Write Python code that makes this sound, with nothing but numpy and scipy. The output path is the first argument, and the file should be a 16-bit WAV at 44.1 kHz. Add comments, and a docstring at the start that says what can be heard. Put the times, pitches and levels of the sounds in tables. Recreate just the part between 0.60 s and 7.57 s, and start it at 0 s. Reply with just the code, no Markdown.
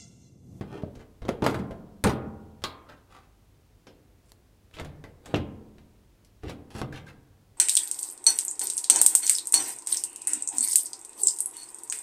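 """Over faint workshop air and mains hum, a sheet-metal top panel is lowered onto an oven.
It lands in a flurry of knocks, loudest from 0.7 to 1.5 s: each a snap and a short clatter of thin
sheet, with panel and hollow cabinet ringing on. Shifted by hand, its edges stick and slip along the
frame in short scrapes among sparse, lighter taps. From about 4 s it is pressed home, with a firm
clank near 4.75 s and a last cluster of knocks and scrapes around 6 s."""
import sys
import numpy as np
from scipy import signal
from scipy.fft import rfft, irfft, next_fast_len
from scipy.io import wavfile

SR = 44100
rng = np.random.default_rng(int(sys.argv[2]) if len(sys.argv) > 2 else 0)


def digitize_waveform(pressure):
    """Quantize a signal to 16-bit integers and store it at the path in sys.argv[1].

    Rows of a 2-D input are taken as channels; values are limited to [-1, 1].
    """
    field = np.atleast_2d(pressure).T
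    bounded = np.clip(field, -1, 1)
    quanta = np.round(bounded * 32767).astype(np.int16)
    wavfile.write(sys.argv[1], SR, quanta)


N = 307377
T = np.arange(int(1.2 * SR)) / SR  # seconds within one contact
FFT_SIZE = 65536
HZ = np.fft.rfftfreq(FFT_SIZE, 1 / SR)


def amp(db):
    """Decibels to gain."""
    return 10 ** (np.asarray(db) / 20)


def along(curve, hz):
    """Read a curve of (frequency, value) points on a log frequency axis."""
    freqs, values = np.transpose(curve)
    return np.interp(np.log(hz + 1), np.log(freqs + 1), values)


def fade(t, t60):
    """Exponential decay, 60 dB down after t60 seconds."""
    return np.exp(-np.log(1000) * t / np.maximum(t60, 1e-4))


# Bass-heavy EQ of the room tone: freq_hz, gain_db
ROOM_EQ = [(12, -24.5), (20, -16.5), (43, 1), (101, -1), (127, -5), (193, -8.5), (301, -11.5), (377, -11.5),
           (410, -14), (1290, -25.5), (1810, -27), (12100, -35), (16000, -36.5)]
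# Mains hum partials: pitch_hz, level_db
MAINS_HUM = [(50, -68), (100, -67.5)]

def room_tone():
    """The bed: steady workshop air with a faint mains hum."""
    size = next_fast_len(N + SR)
    eq = amp(along(ROOM_EQ, np.fft.rfftfreq(size, 1 / SR)))
    air = irfft(rfft(rng.standard_normal(size)) * eq, size)[:N]
    air /= np.sqrt(np.mean(air ** 2))
    t = np.arange(N) / SR
    hum = sum(amp(db) * np.sqrt(2) * np.sin(2 * np.pi * (hz * t + rng.random())) for hz, db in MAINS_HUM)
    return amp(-61) * air + hum


# Modes of panel and cabinet: pitch_hz, relative_db, t60_s
STEEL_MODES = [(85.22, 10.5, 1.08), (128.06, 17.5, 0.68), (196, 6.5, 0.61), (215, 8, 1.07),
               (258.3, 6, 1.12), (293.5, 12.5, 1.04), (442, 9.5, 1.17), (494, 0, 1.38), (580, -4, 1.2),
               (700, -4, 0.69), (719, 3.5, 1.6), (793, 8.5, 1.2), (878, 9, 0.48), (945, 0.5, 1.94),
               (1020, -6.5, 1.4), (1045, 10.5, 0.81), (1104, 2, 0.73), (1233, 9, 0.67), (1412, -0.5, 1.07),
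               (1350, 5.5, 0.32), (1530, 17.5, 0.17), (1590, 13, 0.38), (2061, 24.5, 0.17), (2364, -1, 0.5),
               (2505, -1.5, 0.54), (3230, 7, 0.63), (3970, -17.5, 0.18)]

def steel_modes():
    """The pitched ring of the steel: one decaying complex sine per mode."""
    modes = [amp(db) * fade(T, t60) * np.exp(2j * np.pi * hz * T) for hz, db, t60 in STEEL_MODES]
    return np.array(modes, np.complex64)


# Quick clatter of the sheet: freq_hz, t60_s
CLATTER_DECAY = [(50, 0.3), (200, 0.26), (1000, 0.15), (4000, 0.09), (12000, 0.068)]
# Lingering wash of cabinet and room: freq_hz, t60_s
WASH_DECAY = [(50, 2.5), (100, 1.5), (300, 1.0), (800, 0.8852), (1500, 0.79), (3000, 0.36), (6000, 0.15),
              (14000, 0.23)]
# EQ of the wash against the clatter: freq_hz, gain_db
WASH_EQ = [(50, -18), (120, -8.5), (400, -8), (1500, -15), (4000, -5), (12000, -4)]

def panel_response(modes, ring_db, modes_db):
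    """The panel answers a contact with clatter, then a tail of wash and modes set by ring_db."""
    hz, t, noise = signal.stft(rng.standard_normal((2, len(T))), SR, nperseg=256)
    clatter = noise[0] * fade(t, along(CLATTER_DECAY, hz)[:, None])
    wash = noise[1] * fade(t, along(WASH_DECAY, hz)[:, None])
    wash *= amp(along(WASH_EQ, hz) + ring_db)[:, None]
    dense = signal.istft(clatter + wash, SR, nperseg=256)[1][:len(T)]
    # every contact point drives the modes with its own strengths and phases
    drive = amp(2 * rng.standard_normal(len(modes))) * np.exp(2j * np.pi * rng.random(len(modes)))
    ring = (drive.astype(np.complex64) @ modes).real
    return dense + amp(modes_db + ring_db) * ring


def equalise(sound, gain_db):
    """Minimum-phase EQ with a gain at each frequency of HZ; nothing rings ahead of the attack."""
    cepstrum = irfft(np.log(amp(gain_db)))
    cepstrum[1:FFT_SIZE // 2] *= 2
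    cepstrum[FFT_SIZE // 2 + 1:] = 0
    return irfft(rfft(sound, FFT_SIZE) * np.exp(rfft(cepstrum)))[:len(T)]


# Borders of the thud, boom, knock, clank, clink and tick bands: edge_hz
BAND_EDGES = [25, 90, 300, 800, 1800, 5500, 16000]
BAND_HZ = np.sqrt(np.multiply(BAND_EDGES[1:], BAND_EDGES[:-1]))

def band_levels(balance_db, strength_db, tilt_db, thud_db, spot_hz, spot_db):
    """Thud, then five upper bands: each contact's tilt sets its brightness, and it favours its spot."""
    hz = BAND_HZ[1:]
    brightness_db = tilt_db * np.log2(hz / 700)
    skirt_db = 0.89 * spot_db * np.exp(-(np.log2(hz / spot_hz) / 0.75) ** 2)  # broad lift at the spot
    return np.r_[thud_db, strength_db + np.array(balance_db) + brightness_db + skirt_db]


# How well the sheet radiates: freq_hz, gain_db
SHEET_EQ = [(20, -11.5), (50, -8.5), (83, 6), (130, 3.5), (205, 5.5), (295, 5.5), (470, 2), (750, 3),
            (1350, 5.5), (2000, 1.5), (3200, 0), (5000, -3), (11000, -10), (16000, -21)]

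def voice_contact(sound, start_s, levels_db, spot_hz, spot_db):
    """Colour a sound by its spot on the sheet; steer its bands to levels_db over 60 ms from start_s."""
    # each spot has one strong resonance and many weak, unevenly excited ones
    peak_db = spot_db / (1 + (np.log((HZ + 1) / spot_hz) / 0.13) ** 2)
    ripple_hz = np.geomspace(350, 12000, 150)
    ripple_db = np.interp(HZ, ripple_hz, 2.5 * rng.standard_normal(len(ripple_hz)), 0, 0)
    gain_db = peak_db + along(SHEET_EQ, HZ) + ripple_db
    count = int(0.06 * SR)
    window = sound[int(start_s * SR):][:count]
    power = 2 * np.abs(rfft(window, FFT_SIZE)) ** 2 / (FFT_SIZE * count)
    for _ in range(2):  # neighbouring bands overlap, so their gains settle in two steps
        band_power = np.add.reduceat(power * amp(2 * gain_db), np.searchsorted(HZ, BAND_EDGES))[:-1]
        trim_db = levels_db - 10 * np.log10(band_power + 1e-20)
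        gain_db += along(np.c_[BAND_HZ, trim_db], HZ)
    return equalise(sound, gain_db)


def add(track, start_s, sound):
    """Mix a sound into the track from start_s."""
    i = max(0, round(start_s * SR))
    track[i:i + len(sound)] += sound[:max(0, N - i)]


# Tonal balance of a blow, boom to tick: offset_db
BLOW_BALANCE = [-1, 1, -6.5, -8, -16.5]
# Cue list of the panel striking the cabinet, levels relative:
# start_s, strength_db, tilt_db_per_octave, thud_db, snap_db, spot_hz, spot_db
BLOW_CUES = [(0.01, -41.5, -2, -44.5, -14, 199, 6), (0.222, -49, -2.5, -50, -5, 203, -4),
             (0.235, -47.5, -7.5, -39.5, 1, 639, 8.5), (0.353, -59, 1.5, -47, -18, 6540, 7),
             (0.619, -48, -1.5, -36, -6.5, 3680, 1), (0.652, -44, -2.5, -44, -9, 6500, 6),
             (0.683, -39, -0.5, -42, -10, 464, 8), (0.6907, -31, -1, -51, 5, 720, 1),
             (0.822, -30.5, -2.5, -36, -11, 910, 6.5), (0.841, -32.5, 0.2, -40, -12, 1100, 4.5),
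             (0.864, -25.5, 0.06, -39.5, -3, 1302, 6.5), (0.944, -35.5, -0.9, -38.5, -6, 1460, 5.5),
             (0.991, -45.5, -1, -58, -7.5, 200, 18), (1.109, -48.5, -0.5, -38.5, -3.5, 660, 12),
             (1.4396, -28.5, 0.5, -26.5, 0.5, 8630, 12.5), (1.4458, -26, -1.2, -29.5, -10.5, 1297, 6.5),
             (1.451, -45, -4.5, -41, 1, 207.6, 19.5), (1.469, -29, 0, -58.5, -11, 500, 0.5),
             (1.494, -38.5, 2, -60, -13, 1064, 10), (2.02, -56, 1, -43.5, -17, 1410, 1.5),
             (2.039, -39, 3.5, -53.5, -0.5, 4150, 10), (2.042, -43.5, 1, -68.5, -7, 1153, 15.5),
             (3.269, -52.5, 0.26, -77, -11.5, 5200, 8.5), (3.719, -65.5, 5, -59, 13, 6700, 4.5),
             (4.112, -69, 1.3, -69, 14, 2860, 3), (4.139, -59, 2.5, -47, -11, 3120, 9.5),
             (4.198, -41.5, 0.94, -51, -5, 2020, 5.5), (4.213, -69.5, -4, -36, 6, 154.6, 25),
             (4.2478, -49.5, 1, -68, 1, 10600, 2.5), (4.44, -49, 0.14, -51, -4.5, 1990, 8),
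             (4.658, -48.5, 1, -49, -29, 7800, 8.5), (4.7399, -37.5, -3.5, -43, 16.5, 618, 10.5),
             (4.744, -30, -1.9, -36.5, 5, 2830, 10), (4.758, -34.5, -0.8, -32.5, -21, 200, 8.5),
             (5.183, -61, 0.5, -51, 1, 2750, 4.5), (5.648, -79.5, 7, -94, 2, 5200, 11),
             (5.834, -46, -1.4, -39.5, -11.5, 420, 6.5), (5.853, -47.5, -5, -40.5, -5, 1130, -2),
             (5.896, -43, 1.1, -58, -4, 2500, -4.5), (6.108, -63.5, 2.5, -81, -21, 3150, 4),
             (6.15, -44.5, -0.5, -41, -19, 210, 9), (6.216, -37, -0.4, -39.5, 6, 1120, 4.5),
             (6.229, -62, -7.5, -63.5, -4, 146, 15), (6.325, -58.5, 3, -49, -29, 1625, 23.5),
             (6.465, -67.5, 4, -69, -23.5, 1600, 26)]

def blows(modes):
    """Steel meets steel: a dull push and a snap of a few milliseconds, then the panel's answer."""
    track = np.zeros(N)
    push = fade(T, t60=0.0044)
    push *= amp(29) / push.sum()
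    for start_s, strength_db, tilt_db, thud_db, snap_db, spot_hz, spot_db in BLOW_CUES:
        levels_db = band_levels(BLOW_BALANCE, strength_db, tilt_db, thud_db, spot_hz, spot_db)
        ring_db = -1.5 - 0.15 * (strength_db + 40)  # firmer blows have less tail for their clatter
        snap = amp(10.5) * fade(T, t60=0.008) * rng.standard_normal(len(T))
        # the struck spot sings briefly, with an inharmonic plate overtone
        phase = 2 * np.pi * spot_hz * T
        ping = fade(T, t60=0.179) * (amp(-29) * np.sin(phase) + amp(-26) * np.sin(1.7 * phase))
        answer = panel_response(modes, ring_db, modes_db=-43)
        hit = amp(snap_db) * (push + snap) + ping + answer
        add(track, start_s, voice_contact(hit, 0, levels_db, spot_hz, spot_db))
    return track


# Tonal balance of a scrape, boom to tick: offset_db
SCRAPE_BALANCE = [-5, -0.5, -2.5, -3, -12.5]
# Cue list of the panel sliding on the frame, levels relative, rise and fall timed per 10 dB:
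# peak_s, rise_s, fall_s, strength_db, tilt_db_per_octave, spot_hz
SCRAPE_CUES = [(0.15, .05, 0.055, -44, -2.5, 414), (0.411, 0.037, 0.019, -53.5, -2.3, 6750),
               (0.9, .03, 0.061, -54, 4, 1165), (2.294, .016, 0.044, -51, -0.9, 1580),
               (2.53, 0.027, 0.075, -55, 0.56, 1170), (3.701, 0.041, 0.0086, -80, 5, 8750),
               (4.159, 0.018, 0.037, -78, 7.5, 2970), (4.191, 0.034, 0.01, -45, -1.9, 3960),
               (4.712, 0.048, 0.028, -49.5, -3, 8100), (5.906, .043, 0.0064, -51.5, 0.64, 2560),
               (6.191, 0.045, 0.018, -43, -0.47, 9150), (6.354, 0.017, 0.032, -48.5, 0.8, 2130),
               (6.48, .01, 0.031, -55.5, 1, 2020)]

def scrapes(modes, slips_per_s=1307, spread_db=6.5, spot_db=7):
    """An edge sticks and slips at random; each tiny slip excites the panel."""
    track = np.zeros(N)
    for peak_s, rise_s, fall_s, strength_db, tilt_db, spot_hz in SCRAPE_CUES:
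        thud_db = strength_db - 15
        levels_db = band_levels(SCRAPE_BALANCE, strength_db, tilt_db, thud_db, spot_hz, spot_db)
        lead_s = 2 * rise_s
        pressure = amp(-10 * np.maximum((lead_s - T) / rise_s, (T - lead_s) / fall_s))
        slipping = rng.random(len(T)) < slips_per_s / SR
        slips = slipping * amp(spread_db * rng.standard_normal(len(T))) * rng.choice([-1, 1], len(T))
        answer = panel_response(modes, ring_db=-9, modes_db=-37.5)
        answer[0] += amp(21.5)  # each slip is also heard directly
        rub = signal.fftconvolve(slips * pressure, answer)[:len(T)]
        rub = voice_contact(rub, max(0, lead_s - 0.01), levels_db, spot_hz, spot_db)
        add(track, peak_s - lead_s, rub)
    return track


def scene():
    """Mono mix: blows and scrapes over the room tone."""
    modes = steel_modes()
    panel = amp(-3.5) * blows(modes) + amp(-4.5) * scrapes(modes)
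    return (panel + room_tone())[None]


def record(dry):
    """A steep high cut on the whole mix."""
    cutoff_hz, taper_hz = 15950, 400
    size = next_fast_len(N + SR)
    hz = np.fft.rfftfreq(size, 1 / SR)
    gain = np.clip((cutoff_hz - hz) / taper_hz + 0.5, 0, 1)
    return irfft(rfft(dry, size) * gain, size)[:, :N]


dry = scene()
out = record(dry)
digitize_waveform(out)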